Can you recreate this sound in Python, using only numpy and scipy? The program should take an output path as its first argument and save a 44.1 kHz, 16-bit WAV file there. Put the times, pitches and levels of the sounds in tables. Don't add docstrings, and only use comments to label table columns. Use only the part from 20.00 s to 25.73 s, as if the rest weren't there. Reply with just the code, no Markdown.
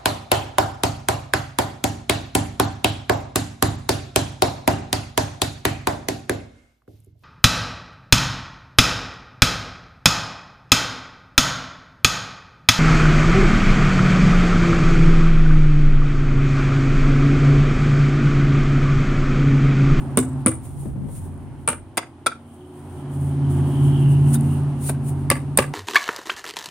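import sys
import numpy as np
from scipy import signal
from scipy.fft import rfft, irfft, next_fast_len
from scipy.io import wavfile
from scipy.ndimage import uniform_filter1d

SR = 44100
rng = np.random.default_rng(int(sys.argv[2]) if len(sys.argv) > 2 else 0)


def convert_level_to_amplitude(level_db):
    exponent = np.asarray(level_db, float) / 20
    return 10 ** exponent


def master(y):
    cut = np.clip(np.atleast_2d(y).T, -1, 1)
    pcm = np.round(cut * 32767)
    wavfile.write(sys.argv[1], SR, pcm.astype(np.int16))


N = 252869
T = np.arange(N) / SR

# [t/s, nearness level/dB, exhaust effort level/dB]
VEHICLES = [(0.0, -3.5, -14), (0.4, -6, -11), (0.7, -11.5, -23), (0.95, -15.5, -13), (1.2, -12, -24.5),
            (1.55, -11, -20.5), (1.75, -13.5, -34), (2.4, -13.5, -39.5), (2.65, -13, -30), (3.0, -6, -18.5),
            (3.2, -6, -5.5), (3.6, 0.6, -2), (4.1, -0.5, 1), (4.28, -0.5, 2), (4.7, -2.5, -5.5),
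            (4.95, -5.5, -9.5), (5.15, -5, -5.5), (5.73, -7, -14.5)]
# [t/s, f/Hz]
FIRING_RATE = [(0, 140.7), (.6, 134.7), (1.2, 141.9), (2.6, 143.6), (3.0, 142.3), (3.3, 140.2), (4.0, 141),
               (4.5, 143.1), (4.9, 140.5), (5.73, 143.1)]
CYLINDERS = 8
# [multiple, level/dB]
ORDER_LEVELS = [(1, -63.5), (2, -42), (3, -20), (4, -48), (5, -1.5), (6, -12.5), (7, -3), (8, 8), (9, -37),
                (10, -11), (11, -16.5), (12, -31), (13, -12), (14, -16), (15, -12.5), (16, -12), (17, -19),
                (18, -25), (19, -49), (20, -22.5), (21, -26), (22, -26.5), (23, -33), (24, -73)]
BOOM_CENTRES = [
    5,
    8,
    14.5,
    20,
]
# [closest-pass level/dB, share of nearness, share of effort,
# share of a beating twin tone, beat f/Hz, t/s of a beat's top]
BOOMS = [
    (-28.5, 0.05, 0.58, 0.51, 3.026, 3.56),
    (-16, 0.01, 0.97, 0.19, 4.85, 4.27),
    (-32, 1, 0.23, 0.045, 2.7, 3.9),
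    (-39, 0.84, 0.2, 0.044, 2, 5.2),
]
TWIN_FADES = 0.16
ENGINE_PAN_DB = -0.65
# [start t/s, end t/s, f/Hz, level/dB]
HUMS = [(-.2, 0.48, 258, -30), (-.2, 0.254, 160, -38), (1.49, 2.397, 330, -47.5),
        (1.706, 2.5, 128.2, -50), (4.232, 4.666, 230.3, -22), (1.106, 1.85, 89.9, -35),
        (2.184, 3.2, 235, -45.5), (2.457, 3.407, 286, -42), (2.503, 3.201, 363, -43),
        (4.595, 5.304, 233.3, -32), (3.296, 4.05, 280.7, -29), (3.3, 4.26, 356.2, -34.5)]
# [f/Hz, level/dB]
ROAR_COLOUR = [(45, -28), (90, -6.5), (150, -10), (250, -19.5), (400, -20), (500, -20), (850, -16.5),
               (1200, -25), (2000, -34), (3000, -39), (5000, -48), (8000, -56.5)]
ROAR_DB = -40.5
# [t/s, f/Hz]
WHINE_PITCH = [(0, 3050), (3.4, 3100), (3.97, 3060), (4.06, 2870), (5.73, 2790)]
WHINE_FAR_DB, WHINE_NEAR_DB, WHINE_NEAR_S = -76.5, -47, 3.92
WHINE_COMES_DB_S, WHINE_GOES_DB_S = 21.5, 18
# [t/s, level/dB]
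WIND = [(0.0, -32), (0.2, -34.5), (0.91, -27), (1.47, -34), (1.8, -40.5), (2.0, -60), (3.2, -70),
        (3.6, -44), (4.1, -37), (5.73, -38)]
# [f/Hz, correlation]
LIKENESS = [(25, 0.27), (60, 0.14), (125, 1), (1000, 0.87), (2000, 0.32), (8000, 0.16)]
# [top t/s, level/dB, swell s per 10 dB, fade s per 10 dB]
RUBS = [(0.0, -52, .05, 0.11), (.11, -58.5, .01, 0.064), (0.421, -55, .1, 0.016), (.656, -42, 0.024, 0.058),
        (.8, -46.5, 0.1, .12), (1.166, -41.5, 0.058, 0.086), (1.35, -61.5, 0.026, 0.18),
        (1.55, -63.5, 0.056, 0.52), (2.54, -59.5, 0.022, 0.081), (2.95, -55, 0.37, 0.13),
        (3.22, -51, 0.21, 0.21), (3.508, -40.5, 0.015, 0.096), (3.68, -44, .05, 0.59),
        (4.126, -45.5, 0.11, .03), (4.22, -67, 0.099, 0.085), (4.31, -38.5, 0.056, .02),
        (4.345, -22.5, 0.014, 0.011), (4.41, -48.5, 0.014, 0.016), (4.52, -43.5, 0.23, 0.067),
        (4.7, -55, 0.024, 0.085), (4.82, -41, 0.013, 0.075), (4.886, -29, 0.038, 0.027),
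        (5.088, -36, 0.033, 0.023), (5.2, -55, 0.19, 0.16), (5.47, -68, 0.11, 0.02),
        (5.53, -63, 0.042, 0.089), (5.69, -58, 0.066, .015)]
STILL_GRASS_DB, HISS_TOP_HZ = -85, 15750
# [t/s, level/dB, t60/s, f/Hz, broad hiss level/dB]
STRAP_SHAKES = [
    (0.171, -22, 0.27, 8360, -15),
    (0.464, -20.5, 0.24, 9200, -24),
    (1.677, -20.5, 0.2, 9200, -32),
    (1.974, -54, 0.15, 8600, -17),
    (2.265, -47, 0.08, 8540, -20),
    (5.302, -37.5, 0.27, 9200, -1),
    (5.575, -29, 0.27, 8300, -6),
]

# [t/s, thud level/dB, knock level/dB, crack level/dB, chatter t60/s]
UPRIGHT = [
    (0.1725, -11, -12, -5, 0.022),
    (0.1775, -8, -16, -31, 0.068),
    (0.188, -13.5, -29, -16.5, 0.033),
]
UPRIGHT_AGAIN = [
    (0.461, -9, -11.5, -2, 0.018),
    (.465, -13, -11.5, -18, 0.034),
    (0.471, -12.5, -13.5, -13, 0.019),
    (0.48, -17.5, -23.5, -19, 0.07),
]
SEATING = [
    (1.6755, -32, -14.5, -13, 0.049),
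    (1.686, -32, -13, -11.5, 0.03),
    (1.692, -40, -19.5, -23.5, 0.031),
    (1.699, -34, -25, -26.5, 0.1),
    (1.714, -45, -27, -40, .05),
    (1.7285, -45, -24, -40, .04),
]
TURNED = [
    (1.971, -42.5, -19.5, -20.5, 0.035),
    (1.975, -41.5, -12.5, -20, 0.04),
    (1.979, -46, -14.5, -26.5, 0.034),
    (1.988, -40, -26, -39, 0.046),
]
TURNED_AGAIN = [
    (2.2615, -40, -15.5, -30, 0.021),
    (2.2655, -49, -8.5, -14, 0.032),
    (2.27, -50, -15, -20.5, 0.026),
    (2.276, -47, -23.5, -33.5, 0.051),
]
SET_DOWN = [
    (4.894, -22, -23, -27.5, 0.049),
    (4.8895, -42, -26.5, -40, 0.03),
]
BACK = [
    (5.301, -19, -8, -13, 0.027),
]
BACK_REBOUND = [
    (5.3125, -12.5, -8, -30, 0.015),
    (5.317, -18, -16, -37.5, 0.059),
    (5.5865, -11.5, -5, -30, 0.026),
    (5.591, -12.5, -16, -31, .04),
    (5.6, -16, -23, -41.5, 0.082),
    (5.621, -40, -24, -45, .07),
]
LAST = [
    (5.5735, -30, -14.5, -12, 0.04),
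]
# [f/Hz, level/dB, t60/s]
UPRIGHT_MODES = [(118, -3, 0.19), (254, 4, 0.18), (315, -5.5, 0.24), (390, -3, 0.1), (445, 3, 0.08),
                 (495, 2, .05), (630, 6, 0.015), (1097, 1, 0.02), (1298, -4, 0.016), (1478, -2, 0.016),
                 (2150, -9.5, .02), (2470, -14, 0.018), (2860, -7, 0.015), (3500, -7, 0.012),
                 (4930, -20, 0.017)]
UPRIGHT_AGAIN_MODES = [(116.5, -1.5, 0.19), (251.5, 5, 0.12), (322, -2.5, 0.19), (395, -1, 0.1),
                       (480, 3, 0.06), (545, 4, 0.06), (706, -4, .02), (1190, 1.5, 0.022),
                       (1330, -3.5, 0.017), (2050, -14.5, .02), (2300, -11, 0.0098), (2796, -15, 0.015),
                       (3650, -29, 0.013)]
SEATING_MODES = [(247, -2, 0.25), (330, -4.5, 0.099), (466, -15, 0.055), (617, 1, 0.025), (931, -1, 0.03),
                 (1233, 0, 0.025), (1400, -1, 0.017), (1534, -10, 0.022), (2050, -13, 0.02),
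                 (2360, -9.5, 0.025), (2750, -12.5, 0.025), (3400, -25, .015)]
TURNED_MODES = [(179, -20, 0.074), (253.4, 7, 0.19), (406, 8.5, 0.22), (420, -2, 0.15), (656, -5, 0.011),
                (1084, 2, 0.03), (1320, -2, 0.025), (1580, -4, .015), (2070, -1.5, 0.014),
                (2520, -5.5, 0.01), (3355, -8.5, 0.0236), (3540, -17.5, 0.008), (4670, -8.5, 0.0085)]
TURNED_AGAIN_MODES = [(179, -20, 0.074), (249, 10, 0.29), (390, 9, 0.19), (535, -4.5, 0.0185),
                      (756, -9.5, 0.025), (1120, -13, 0.02), (1380, 3, 0.022), (2310, -6.5, 0.011),
                      (3395, -10.5, 0.034), (3650, -11, .01), (4560, -15, 0.008)]
SET_DOWN_MODES = [(250, -4, 0.12), (369, -1, .06), (650, 1, .015), (1110, -3, .015), (1480, -3, .01),
                  (2300, -7, .012), (3700, -10, .01)]
BACK_MODES = [(120, 6, 0.15), (181, -6, 0.021), (251, -4, 0.21), (370, 3.5, 0.061), (600, -13, 0.0399),
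              (826, -10, 0.0092), (1550, 5, 0.0078), (1850, -1, 0.007), (3640, -15.5, 0.01),
              (4626, -8, 0.013)]
REBOUND_MODES = [(120.5, 4, 0.1), (177, 5, 0.027), (254.5, -7, 0.2), (370, 2, 0.076), (589, -2, 0.045),
                 (833, -2, 0.012), (1174, -0.5, 0.032), (1665, -3.5, 0.014), (1993, -11, 0.027),
                 (2270, -7.5, 0.0187), (2644, -9.5, 0.014), (3700, -23, 0.018), (4530, -22, 0.017)]
LAST_MODES = [(254, 0, 0.1), (800, -1.5, 0.0086), (1250, 1.5, 0.012), (1750, -4, 0.01), (2500, -6, 0.0089),
              (3650, -5.5, 0.013), (4600, -9.5, 0.012)]
STRIKE_DB = 9
RING_SHARE = 0.7
# [t/s, level/dB]
CRACK_AIR = [(0.18, -1), (0.47, -29), (1.685, -21.5), (1.973, 0.5), (2.263, -8.5), (4.89, 5), (5.305, 9.5),
             (5.58, 8)]
# [delay t/s, level/dB, left minus right level/dB]
ECHOES = [(0.02, -24, 2), (.040, -23, 2.5), (.0535, -19.5, -1), (.063, -26, -0.5), (.09, -26, 3)]
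SLAP_S, SLAP_DB = 0.0535, -16
# [t/s, peak level/dB, top f/Hz, fade t/s, left minus right level/dB]
BUFFETS = [(0.826, -37, 494, 0.0069, -8), (0.853, -18, 296, 0.017, 10), (0.886, -25, 440, 0.014, 19),
           (0.955, -18, 248, 0.024, 12), (1.008, -16, 230, 0.028, 15), (1.04, -17, 262, 0.016, 14),
           (1.084, -24, 390, .008, 10), (1.254, -24, 260.2, 0.013, 9)]
# [t/s, level/dB, f/Hz, t60/s]
TICKS = [(1.342, -51, 10000, 0.003), (1.378, -58.5, 9500, .005), (4.322, -47, 1400, .03),
         (4.335, -47, 1450, .04), (4.347, -34.5, 1400, 0.05), (4.351, -38, 1430, .05),
         (4.356, -37.5, 3700, 0.043), (4.357, -42, 850, .02), (4.4097, -28, 10600, 0.0047),
         (4.54, -39, 10900, 0.0065), (4.636, -46, 10900, 0.0064), (4.8925, -20, 570, 0.023),
         (4.894, -19.5, 734, 0.023)]
# [f/Hz, width f/Hz, level/dB]
PORT_RESONANCES = [(9200, 973, 17), (15100, 1500, -6.5)]
TOP_HZ = 16800


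def unit(x):
    return x / np.sqrt(np.mean(x ** 2))


def curves(table):
    s, *columns = np.transpose(table)
    return [np.interp(T, s, c) for c in columns]


def band(x, lo_hz, hi_hz, order=2):
    sos = signal.butter(order, [lo_hz, min(hi_hz, .45 * SR)], "band", fs=SR, output="sos")
    return signal.sosfilt(sos, x)


def below(x, hz):
    return signal.sosfilt(signal.ellip(8, .3, 60, hz, fs=SR, output="sos"), x)


def ring(x, hz, t60):
    r = 1000 ** (-1 / (t60 * SR))
    w = 2 * np.pi * hz / SR
    return signal.lfilter([np.sin(w)], [1, -2 * r * np.cos(w), r * r], x)


def walk(rate):
    k = int(SR / rate)
    held = np.repeat(rng.standard_normal(N // k + 1), k)[:N]
    return 1.9 * uniform_filter1d(uniform_filter1d(held, k), k)


def wide(hz):
    table_hz, likeness = np.transpose(LIKENESS)
    c = np.clip(np.interp(np.log(hz), np.log(table_hz), likeness), 0, 1)
    mid, side = rng.standard_normal((2, N))
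    return np.sqrt((1 + c) / 2) * mid + np.sqrt((1 - c) / 2) * side * np.array([[1], [-1]])


def swell(top_s, top_db, comes_db_s, goes_db_s):
    slope = np.where(T < top_s, comes_db_s, goes_db_s)
    return convert_level_to_amplitude(top_db - slope * np.abs(T - top_s))


def engine():
    step = 16
    t = T[::step]
    near_db, effort_db = np.array(curves(VEHICLES))[:, ::step]
    twin = convert_level_to_amplitude(TWIN_FADES * effort_db)
    boom_db = []
    for top, near_share, effort_share, rock, beats, top_s in BOOMS:
        beating = np.abs(1 + rock * twin * np.exp(2j * np.pi * beats * (t - top_s))) + 1e-3
        boom_db.append(top + near_share * near_db + effort_share * effort_db + 20 * np.log10(beating))
    turn = 2 * np.pi * np.cumsum(curves(FIRING_RATE)[0] / CYLINDERS)[::step] / SR
    order, db = np.transpose(ORDER_LEVELS)
    home = np.abs(order[:, None] - BOOM_CENTRES).argmin(1)
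    out = 0
    for k, d, h in zip(order, db, home):
        gain = convert_level_to_amplitude(d - db[home == h].max() + boom_db[h] + 1.36 * walk(8.8)[::step])
        wander = 2 * np.pi * rng.random() + 0.15 * np.sqrt(k) * walk(7.7)[::step]
        apart = 0.058 * walk(1.0)[::step] * np.array([[1], [-1]])
        out = out + 1.37 * gain * np.sin(k * turn + wander + apart)
    for start, end, hz, hum_db in HUMS:
        flutter, drift = convert_level_to_amplitude(1.3 * walk(11)[::step]), .25 * walk(10)[::step]
        fade = np.clip(np.minimum(t - start, end - t) / 0.13, 0, 1)
        out = out + fade * convert_level_to_amplitude(hum_db) * flutter * np.sin(2 * np.pi * hz * t + drift)
    return signal.resample_poly(out, step, 1, axis=1)[:, :N]


def road():
    size = next_fast_len(N)
    octave = np.log2(np.arange(1, size // 2 + 2) * SR / size)
    colour_hz, colour_db = np.transpose(ROAR_COLOUR)
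    colour = convert_level_to_amplitude(np.interp(octave, np.log2(colour_hz), colour_db))
    roar = 0
    for c in range(6, 14):
        overlap = np.cos(np.pi / 2 * np.clip(octave - c, -1, 1))
        noise = irfft(rfft(wide(2. ** c), size) * colour * overlap, size)[:, :N]
        roar = roar + convert_level_to_amplitude(0.5 * walk(9.9)) * noise
    roar /= np.sqrt(np.mean(band(roar.mean(0), 737, 2200) ** 2))
    roar_db = ROAR_DB + curves(VEHICLES)[0]

    carrier = np.cos(2 * np.pi * np.cumsum(curves(WHINE_PITCH)[0]) / SR)
    passing = convert_level_to_amplitude(WHINE_FAR_DB) + swell(WHINE_NEAR_S, WHINE_NEAR_DB, WHINE_COMES_DB_S, WHINE_GOES_DB_S)
    whine = unit(carrier * band(wide(3000), 5.4, 190)) * passing * convert_level_to_amplitude(2.0 * walk(24.91))

    gusts = convert_level_to_amplitude(2.2 * walk(5))
    wind = unit(band(wide(40), 32, 150)) * convert_level_to_amplitude(curves(WIND)[0] - 2.5) * gusts
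    return roar * convert_level_to_amplitude(roar_db) + whine + wind


def rustle():
    clicks = rng.random((2, N)) < 5000 / SR
    sizes = convert_level_to_amplitude(2.3 * np.minimum(rng.exponential(size=(2, N)), 5))
    grains = clicks * sizes * rng.standard_normal((2, N))
    scrape = unit(grains) + wide(9000)
    rub = unit(band(scrape, 5530, 16000) + convert_level_to_amplitude(1.5) * band(scrape, 1300, 6000, order=1))
    power = convert_level_to_amplitude(STILL_GRASS_DB) ** 2
    for s, db, rise, fall in RUBS:
        power = power + swell(s, db, 10 / max(rise, .004), 10 / max(fall, .004)) ** 2
    return rub * np.sqrt(power) * convert_level_to_amplitude(-8.5 + 1.63 * walk(30))


def shakes():
    out = np.zeros((2, N))
    hiss = rng.standard_normal((2, N)) * convert_level_to_amplitude(1.9 * walk(190))
    for s, db, t60, hz, broad_db in STRAP_SHAKES:
        i = int(s * SR)
        t = np.arange(min(SR // 2, N - i)) / SR
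        burst = hiss[:, i:i + len(t)] * (1 - np.exp(-t / 0.0079)) * 1000 ** (-t / t60)
        sizzle = band(burst, 0.92 * hz, 1.01 * hz, order=1)
        broad = convert_level_to_amplitude(broad_db) * band(burst, 6500, 16000, order=1)
        out[:, i:i + len(t)] += convert_level_to_amplitude(db) * (sizzle + broad)
    return out


def knocks(contacts, modes):
    out = np.zeros((2, N + SR // 4))
    long = np.arange(SR // 4) / SR
    push = np.sin(np.pi * np.minimum(long / 0.002, 1))
    thud = sum(convert_level_to_amplitude(g) * ring(push, hz, d) for hz, g, d in modes if hz < 500)
    t = long[:SR // 8]
    apart = .8 * np.array([[1], [-1]])
    for s, thud_db, knock_db, crack_db, t60 in contacts:
        noise = rng.standard_normal((6, len(t)))
        fade = 1000 ** (-t / np.clip(t60, .004, .2))
        chatter = noise[0] + 0.086 * noise[4:] + apart * band(noise[1], 2100, 9000)
        chatter = chatter * fade * (1 - np.exp(-t / 0.00088))
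        chatter[:, SR // 1000] += convert_level_to_amplitude(STRIKE_DB)
        knock = sum(convert_level_to_amplitude(g) * ring(chatter, hz, RING_SHARE * d) for hz, g, d in modes if hz >= 500)
        knock = knock / np.abs(knock).max()
        knock = knock + convert_level_to_amplitude(-9.5) * band(chatter, 310, 2400, order=3)
        knock = knock + convert_level_to_amplitude(-10) * band(chatter, 910, 2100, order=1)

        snap = (noise[2] + apart * noise[3]) * fade ** 3.02 * (1 - np.exp(-t / 0.00058))
        air_db = np.interp(s, *np.transpose(CRACK_AIR))
        crack = band(snap, 8020, 10120) + convert_level_to_amplitude(-21.0) * band(snap, 2500, 12000, order=1)
        crack = crack + convert_level_to_amplitude(air_db) * band(snap, 9400, 14400)
        i = int(s * SR)
        out[:, i:i + len(long)] += convert_level_to_amplitude(thud_db + 6.5) * thud / np.abs(thud).max()
        out[:, i:i + len(t)] += convert_level_to_amplitude(knock_db + 5) * knock + convert_level_to_amplitude(crack_db + 3.5) * crack
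    return out[:, :N]


def yard(x):
    t = np.arange(SR // 3) / SR
    tail = rng.standard_normal((2, len(t))) * 1000 ** (-t / 0.24) * (1 - np.exp(-t / 0.008))
    reply = convert_level_to_amplitude(-32.5) * tail
    for delay, db, pan_db in ECHOES:
        reply[0, int(delay * SR)] += convert_level_to_amplitude(db + pan_db / 2)
        reply[1, int((delay + pan_db * 3e-5) * SR)] += convert_level_to_amplitude(db - pan_db / 2)
    slap = np.roll(x.mean(0), int(SLAP_S * SR)) * (T > SLAP_S)
    wet = signal.fftconvolve(x.mean(0, keepdims=True), reply, axes=1)[:, :N]
    return convert_level_to_amplitude(-8) * band(wet, 300, 7600) + convert_level_to_amplitude(SLAP_DB) * band(slap, 1300, 2000, order=1)


def bumps():
    out, t = np.zeros((2, N + SR)), np.arange(SR // 4) / SR
    for s, db, hz, fade_s, pan_db in BUFFETS:
        puff = rng.standard_normal(len(t)) * np.exp(-t / fade_s) * (1 - np.exp(-t / 0.0029))
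        thump = band(puff, 119, hz)
        gain = convert_level_to_amplitude(db + pan_db / 2 * np.array([[0], [-2]]))
        i = int(s * SR)
        out[:, i:i + len(t)] += gain * thump / np.abs(thump).max()
    return out[:, :N]


def ticks():
    out, t = np.zeros(N), np.arange(SR // 10) / SR
    for s, db, hz, t60 in TICKS:
        click = 0.15 * rng.standard_normal(len(t)) * np.exp(-t / (0.14 * t60))
        click[0] += 1
        tick = ring(click, hz, 0.76 * t60) - 0.32 * ring(click, 1.3 * hz, 0.6 * t60)
        i = int(s * SR)
        out[i:i + len(t)] += convert_level_to_amplitude(db) * tick
    return out


def scene():
    around = engine() * convert_level_to_amplitude(ENGINE_PAN_DB / 2 * np.array([[1], [-1]])) + road()
    around = around + below(shakes() + rustle(), HISS_TOP_HZ) + ticks()
    blows = [(UPRIGHT, UPRIGHT_MODES), (UPRIGHT_AGAIN, UPRIGHT_AGAIN_MODES), (SEATING, SEATING_MODES),
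             (TURNED, TURNED_MODES), (TURNED_AGAIN, TURNED_AGAIN_MODES), (SET_DOWN, SET_DOWN_MODES),
             (LAST, LAST_MODES), (BACK, BACK_MODES), (BACK_REBOUND, REBOUND_MODES)]
    stool = band(sum(knocks(*blow) for blow in blows), 115, 20000)
    return stool + yard(stool) + bumps() + around


def band_limit(x):
    return signal.sosfilt(signal.butter(12, 16830, fs=SR, output="sos"), x)


def record(dry):
    x = dry
    for hz, width, db in PORT_RESONANCES:
        x = x + convert_level_to_amplitude(db) * band(dry, hz - width / 2, hz + width / 2, order=1)
    rounded = np.tanh(0.75 * x) / 0.92
    mix = below(band(rounded, 26, 19000), TOP_HZ)
    return band_limit(mix)


dry = scene()
out = record(dry)
master(out)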